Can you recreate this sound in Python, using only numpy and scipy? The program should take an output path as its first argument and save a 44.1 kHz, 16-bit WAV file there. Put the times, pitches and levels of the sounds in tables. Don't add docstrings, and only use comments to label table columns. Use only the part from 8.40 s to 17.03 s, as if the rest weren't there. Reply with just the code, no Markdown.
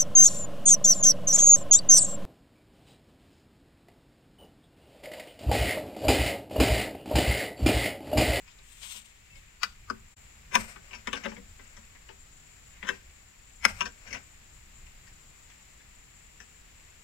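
import sys
import numpy as np
from scipy import signal
from scipy.fft import rfft, irfft, next_fast_len
from scipy.io import wavfile
from scipy.ndimage import uniform_filter1d

SR = 44100
rng = np.random.default_rng(int(sys.argv[2]) if len(sys.argv) > 2 else 0)


def wav_record(signal):
    frames = np.transpose(np.atleast_2d(signal))
    bounded = np.clip(frames, -1, 1)
    quanta = np.round(bounded * 32767).astype(np.int16)
    wavfile.write(sys.argv[1], SR, quanta)


def volts(x):
    e = np.asarray(x, float) / 20
    return 10 ** e


N = 380583
T = np.arange(N) / SR
COARSE = T[::64]
LEAD = 2400


def unit(x):
    return x / np.sqrt(np.mean(x ** 2))


def colour(x, points):
    hz, db = np.transpose(points)
    size = next_fast_len(x.shape[-1])
    f = np.maximum(np.arange(size // 2 + 1) * SR / size, 1)
    gain = volts(np.interp(np.log(f), np.log(hz), db))
    return irfft(rfft(x, size) * gain, size)[..., :x.shape[-1]]


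def band(x, lo_hz, hi_hz, order=2):
    sos = signal.butter(order, [lo_hz, min(hi_hz, SR / 2 - 1)], "band", fs=SR, output="sos")
    return signal.sosfilt(sos, x)


def walk(rate):
    k = int(SR / rate)
    steps = np.repeat(rng.standard_normal(N // k + 1), k)
    return unit(uniform_filter1d(uniform_filter1d(steps, k), k)[:N])


def swell(s, db, rise, fall):
    distance = np.where(COARSE < s, (s - COARSE) / rise, (COARSE - s) / fall)
    return volts(db - 20 * distance)


# freq_hz [Hz], level_db [dB per Hz]
FOREST_COLOUR = [(59, -32), (100, -7), (149, -7.5), (579, -15.5), (1290, -13), (6050, -18.5), (8670, -26),
                 (15700, -26.5)]


def forest():
    hiss = colour(rng.standard_normal((2, N)), [(60, -30)] + FOREST_COLOUR)
    return unit(hiss) * volts(-65.5 + 0.5 * walk(1.5))


# peak_s [s], level_db [dB], half_length_s [s]
GUSTS = [
    (0.0, -69.5, 0.58),
    (0.98, -52.5, 0.073),
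    (1.539, -57.5, 0.33),
    (1.854, -58, 0.055),
    (2.196, -48, 0.093),
    (2.9, -63.5, 1),
    (4.54, -67, 0.26),
    (5.33, -54, 0.17),
    (5.742, -54.5, .07),
    (6.48, -64.5, 0.57),
]


def wind():
    breeze_db = -65
    blow = volts(breeze_db) + sum(swell(s, db, half_s, half_s) for s, db, half_s in GUSTS)
    rumble = [(8, -14.0), (20, 1.5), (35, -4.5), (60, -3.5), (110, -13.0), (200, -21.0), (400, -51)]
    mid, side = colour(rng.standard_normal((2, N)), rumble)
    gust = np.interp(T, COARSE, blow) * volts(1.16 * walk(27))
    return gust * (mid + 0.11 * side * np.array([[1], [-1]])) / np.std(mid)


# centre_hz [Hz], width_hz [Hz], level_db [dB], left_minus_right_db [dB]
CHORUSES = [(7290, 780, -71.5, 16.5), (2270, 1044, -69, 4)]
# time_s [s], high_chorus_db [dB], low_chorus_db [dB]
DRONE = [(0.0, -62.5, -61), (1.54, -62.5, -62), (2.48, -61.5, -64), (8.63, -61, -63.5)]


def insects():
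    s, *curves = np.transpose(DRONE)
    out = 0
    for (hz, width_hz, db, pan_db), curve in zip(CHORUSES, curves):
        clicks = rng.standard_normal((2, N)) * volts(0.9 * walk(12) + 1.2 * walk(120))
        song = unit(band(clicks, hz - width_hz / 2, hz + width_hz / 2))
        drift_db = np.interp(T, s, curve - np.mean(curve))
        out = out + song * volts(db + drift_db + np.array([[pan_db], [-pan_db]]) / 2)
    return out


def trees(x, t60=0.25, wet_db=-15):
    t = np.arange(SR // 2) / SR
    decay = np.exp(-np.log(1000) * t / t60) * np.clip(t / 0.0046, 0, 1)
    tail = rng.standard_normal((2, len(t))) * decay
    tail = colour(tail, [(100, -6), (1000, -7), (8000, -10), (15000, -1.5)])
    tail = tail / np.sqrt(np.sum(tail ** 2, axis=1, keepdims=True))
    tail = tail * volts(wet_db + np.array([[1.5], [-1.5]]))
    return signal.fftconvolve(x[None], tail, axes=1)[:, :N]


def to_ears(x, shade_db, lag):
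    shade = [(150, 2.0), (300, -0.15 * shade_db), (600, -1.1 * shade_db), (1500, -0.75 * shade_db),
             (5000, -1.3 * shade_db), (9000, -shade_db), (13000, -1.2)]
    right = colour(x, shade)
    bounce = band(rng.standard_normal(400) * np.exp(-np.arange(400) / 110), 310, 14600)
    right = 0.7 * np.roll(right, lag) + volts(-21.5) * signal.fftconvolve(right, bounce)[:N]
    return np.array([x, right]) * 1.236


# peak_s [s], half_length_s [s], pitch_hz [Hz], level_db [dB]
SQUEAKS = [
    (0.083, 0.042, 2500, -61),
    (0.95, 0.061, 2650, -60.5),
    (0.964, 0.049, 2180, -61),
]


def squeak():
    out = 0
    for s, half_s, hz, db in SQUEAKS:
        envelope = np.clip(1 - abs(T - s) / half_s, 0, 1)
        out = out + volts(db + 7.5 * walk(81.0)) * envelope * np.sin(2 * np.pi * hz * T)
    return out


# peak_s [s], level_db [dB], rise_s [s], fall_s [s], brightness_db [dB]
STROKES = [(0.106, -62, 0.083, 0.052, -19), (0.33, -63, .12, .2, 3), (0.435, -51, 0.047, .22, -3),
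           (0.57, -50, .2, .07, -0.5), (1.0, -67.5, 0.43, 0.26, -6), (1.26, -52, 0.038, .09, -9),
           (2.185, -42, .02, .15, -5), (2.55, -61.5, 0.36, 0.24, -22.5), (2.77, -47, 0.022, 0.098, -25),
           (2.89, -50, .1, 0.1, -26), (3.25, -65, .3, 0.54, -18), (3.69, -62, .05, .09, -25),
           (4.52, -53, .02, 0.12, -16), (5.285, -40, .02, 0.061, -8.5), (5.4, -50.5, 0.08, .02, -9.5),
           (5.768, -51.5, 0.25, .06, -29)]
# freq_hz [Hz], level_db [dB per Hz]
GLOVE_RUB = [(900, -10), (1800, -8), (2600, 2.5), (3500, 3), (4800, -5.5), (6500, -1.5), (9000, -29)]
# freq_hz [Hz], level_db [dB per Hz]
WIRE_DRAG = [(500, -0.5), (1000, -5.5), (1600, 2.5), (2500, 3.5), (3500, -12), (5800, -4), (9000, -35)]


def rustle():
    level = bright = 0
    for s, db, rise, fall, brightness_db in STROKES:
        stroke = swell(s, db, rise, fall)
        level = level + stroke
        bright = bright + volts(brightness_db) * stroke
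    level = uniform_filter1d(np.interp(T, COARSE, level), size=600)
    bright = uniform_filter1d(np.interp(T, COARSE, bright), size=600)
    grains = rng.standard_normal(N) * volts(1.64 * rng.exponential(size=N) + 2.5 * walk(60))
    rub, drag = (unit(colour(grains, [(200, -47.5)] + body + [(12000, -57)])) for body in (GLOVE_RUB, WIRE_DRAG))
    hiss = unit(colour(grains, [(6000, -38.0), (7200, 2.5), (8300, 3), (10000, -9), (15500, -14)]))
    return level * np.where(T < SCENE_CHANGE[2][0], rub, drag) + bright * hiss + squeak()


def ring(modes, chance, scatter_db=4, size=9000):
    hz, db, t60 = np.transpose(modes)[:, :, None]
    t = np.arange(size) / SR
    pitch, strength, sign = chance[:, :len(hz), None]
    hz = hz * (1 + 0.0027 * scatter_db * pitch)
    gain = volts(db + scatter_db * strength) * np.sign(sign)
    onset = np.minimum(t * hz / 2.09, 1)
    decay = np.exp(-np.log(1000) * t / t60)
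    return np.sum(gain * onset * np.sin(2 * np.pi * hz * t) * decay, axis=0)


def dense(points, t60, focus_hz, focus_db, count=80, size=2600):
    chance = rng.standard_normal((3, count, 1))
    hz = np.geomspace(350, 15000, count)[:, None] * (1 + 0.02 * chance[0])
    t60 = t60 * (1000 / hz) ** 0.796
    point_hz, point_db = np.transpose(points)
    db = np.interp(np.log(hz), np.log(point_hz), point_db) + 2.1 * chance[1]
    db = db + focus_db * np.exp(-(np.log(hz / focus_hz) / 0.16) ** 2)
    gain = volts(db) * np.sqrt(hz / t60) * np.sign(chance[2])
    t, hz, t60, gain = (np.float32(v) for v in (np.arange(size) / SR, hz, t60, gain))
    onset = np.minimum(t * hz / 1.48, 1) ** 2
    decay = np.exp(-t / t60 * float(np.log(1000)))
    return np.sum(gain * onset * np.sin(2 * np.pi * hz * t) * decay, axis=0)


# freq_hz [Hz], level_db [dB], t60_s [s]
TUBE_MODES = [(194.8, -5.5, 0.23), (222, -5.5, 0.28), (264.7, -6.5, 0.15), (334, -15, 0.1),
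              (388.5, -3.5, 0.17), (479.5, -7.5, 0.14), (561.7, -8, 0.1)]


def tube_boom(chance, scatter_db):
    return ring(TUBE_MODES, chance, scatter_db)


# freq_hz [Hz], level_db [dB], t60_s [s]
WALL_MODES = [(985, 7.5, 0.057), (1430, -8.5, 0.042), (1555, -2, 0.11), (1730, -8, 0.062),
              (2160, -4, 0.025), (2660, -1, 0.1)]


def wall_ring(chance):
    return ring(WALL_MODES, chance, size=4000)


# freq_hz [Hz], level_db [dB per Hz]
STEEL_COLOUR = [(400, -55.5), (3500, -9), (4800, 0), (5800, 0), (7500, -6), (10000, -16.5), (15000, -28.5)]


def steel_tick(s, t60):
    return dense(STEEL_COLOUR, t60, 4600 if s < SCENE_CHANGE[2][0] else 5830, focus_db=10)


def add(out, s, db, lead_db, rattle_s, bodies, bounce_db):
    t = (np.arange(3 * LEAD) - LEAD) / SR
    grit = rng.standard_normal((2, len(t)))
    shape = np.where(t < 0, volts(lead_db) * np.exp(t / 0.01), np.exp(-t / rattle_s))
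    push = shape * grit[0] * volts(5.43 * grit[1] + bounce_db)
    push[LEAD] = 1
    i = int(s * SR)
    for body, part_db in bodies:
        y = signal.fftconvolve(push, body)
        out[i:i + len(y)] += volts(db + part_db) * y / np.abs(y).max()


# start_s [s], peak_db [dB], wall_pitch_hz [Hz], tube_db [dB], steel_db [dB]
KNOCKS = [(2.117, -41, 1900, -4, -15), (2.359, -39.5, 1530, -12, -33), (2.508, -42.5, 2720, -13.5, -18),
          (2.53, -33.5, 2640, -28, -18), (2.753, -33.5, 2700, -13, -11), (2.836, -33.5, 2720, -31, -11),
          (2.916, -40.5, 970, -6, -21), (2.965, -41.5, 1980, -2.5, -28), (3.191, -44.5, 2050, -9, -19),
          (3.55, -51.5, 1880, -12, -13), (3.689, -41, 990, -9, -26), (4.427, -29, 1830, -14, -30),
          (4.447, -39.5, 1600, -10, -20), (5.455, -27, 1550, -18.5, -10), (5.744, -30.5, 2260, -21, -12),
          (6.464, -49.5, 2690, -30, -16), (7.4, -53, 2000, -22, -20)]
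# start_s [s], peak_db [dB], wall_pitch_hz [Hz], tube_db [dB]
TICKS = [(0.077, -49, 2450, -23), (0.185, -50, 3800, -13), (0.415, -49.5, 3320, -23),
         (0.429, -38.5, 3250, -33), (0.544, -43, 2930, -11), (0.954, -48.5, 2940, -15),
         (2.548, -39, 2540, -16), (3.366, -45.5, 1430, -9.5), (5.675, -41, 2450, -14),
         (5.706, -41, 2340, -8.5), (5.728, -30, 2100, -18.5), (6.669, -52, 1730, -18),
         (7.1, -50.5, 2806, -21), (8.002, -41.5, 1750, -15.5)]
# freq_hz [Hz], level_db [dB per Hz]
TOUCH_COLOUR = [(400, -13), (800, -4.5), (1500, -5), (2800, -3), (4000, -17), (8000, -35), (15000, -55.5)]


def light_touches(out):
    tick_steel_db = -4.5
    for s, db, hz, tube_db, steel_db in KNOCKS + [(*tick, tick_steel_db) for tick in TICKS]:
        chance = rng.standard_normal((3, 16))
        bodies = ((dense(TOUCH_COLOUR, 0.052, hz, focus_db=10.5), -1.5),
                  (tube_boom(chance, 2.6), tube_db - 2.0),
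                  (steel_tick(s, 0.068), steel_db),
                  (wall_ring(chance), -13))
        add(out, s, db, -15, 0.015, bodies, bounce_db=-19)


def hard_blows(out, blows, wall, lead_db, ring_db, split_db, rattle_s):
    for s, db, hz, tube_db, steel_db in blows:
        chance = rng.standard_normal((3, 16))
        split = band(rng.standard_normal(400) * np.exp(-np.arange(400) / 55), 3100, 9400)
        bodies = ((dense(wall + [(15000, -47)], 0.033, hz, focus_db=6.5), -3),
                  (tube_boom(chance, 3.0), tube_db + 3.0),
                  (steel_tick(s, 0.049), steel_db),
                  (split, steel_db + split_db),
                  (wall_ring(chance), ring_db))
        add(out, s, db, lead_db, rattle_s, bodies, bounce_db=-23)


# start_s [s], peak_db [dB], wall_pitch_hz [Hz], tube_db [dB], steel_db [dB]
BITE = [
    (1.232, -12.5, 1290, -41.5, -4),
]
RAP = [
    (1.5, -19, 1200, -21, -13),
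]
# freq_hz [Hz], level_db [dB per Hz]
JAWS_COLOUR = [(410, -60), (750, -32), (1140, -5.5), (1570, -2.5), (1830, -8.5), (2490, -2.5), (3350, -24),
               (7200, -24)]
# freq_hz [Hz], level_db [dB per Hz]
END_COLOUR = [(180, -36), (330, -15), (850, -1.5), (1550, 3), (1850, -8), (2800, -7), (3550, -38),
              (6300, -42)]


def close_up_blows(out):
    hard_blows(out, BITE, JAWS_COLOUR, -17, ring_db=-34, split_db=-14, rattle_s=0.9 * 0.0092)
    hard_blows(out, RAP, END_COLOUR, -17, ring_db=-36, split_db=-28, rattle_s=0.8 * 0.0092)


# start_s [s], peak_db [dB], wall_pitch_hz [Hz], tube_db [dB], steel_db [dB]
SNAPS = [
    (2.672, -24, 2170, -15.5, -12.5),
    (2.730, -23, 2860, -19.5, -10),
    (5.407, -16.5, 2650, -31.5, -14),
]
LED_SNAPS = [
    (2.856, -26, 940, -10, -32),
    (4.489, -16.5, 1750, -23, -17.5),
]
# freq_hz [Hz], level_db [dB per Hz]
CRACK_COLOUR = [(240, -36), (420, -8), (750, -16), (990, 1.5), (1250, -6.5), (1550, -4.5), (3000, -6.5),
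                (4000, -18)]


def snaps(out):
    hard_blows(out, SNAPS, CRACK_COLOUR, -17, ring_db=-11, split_db=-6, rattle_s=1.3 * 0.0092)
    hard_blows(out, LED_SNAPS, CRACK_COLOUR, -4, ring_db=-11, split_db=-5, rattle_s=1.1 * 0.0092)


# start_s [s], peak_db [dB], wall_pitch_hz [Hz], tube_db [dB], steel_db [dB]
JOLT = [
    (5.251, -2.5, 2250, -36, -12),
]
SLAM = [
    (2.153, -8.5, 1500, -30, -14),
]
# freq_hz [Hz], level_db [dB per Hz]
HEAVY_COLOUR = [(240, -44), (520, -10), (790, -20), (1030, -1.5), (1400, -7), (2400, -7), (3500, -18),
                (8800, -22)]


def heavy_blows(out):
    hard_blows(out, JOLT, HEAVY_COLOUR, -17, ring_db=-22, split_db=-7, rattle_s=0.45 * 0.0092)
    hard_blows(out, SLAM, HEAVY_COLOUR, -6.5, ring_db=-17, split_db=-3, rattle_s=0.9 * 0.0092)


def pliers_on_bamboo():
    out = np.zeros(N + 30000)
    light_touches(out)
    close_up_blows(out)
    snaps(out)
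    heavy_blows(out)
    return out[LEAD:LEAD + N]


def scene():
    background = forest() + wind() + insects()
    work = pliers_on_bamboo()
    near = to_ears(work, shade_db=8.5, lag=26) + to_ears(rustle(), shade_db=10.5, lag=10)
    return background + near * volts(-0.33) + trees(work)


# time_s [s], gain_db [dB]
SCENE_CHANGE = [(1.735, 4), (1.745, -9), (1.755, -38), (1.761, -26), (1.768, 6)]


def scene_change(x):
    s, db = np.transpose(SCENE_CHANGE)
    return x * volts(np.interp(T, s, db))


def low_pass(x):
    return signal.sosfilt(signal.butter(12, 15830, fs=SR, output="sos"), x)


def record(dry):
    ceiling = 0.93
    sound = ceiling * np.tanh(scene_change(dry) / ceiling)
    sound = signal.sosfilt(signal.ellip(8, 0.1, 60, 15750, fs=SR, output="sos"), sound)
    return low_pass(sound)


dry = scene()
out = record(dry)
wav_record(out)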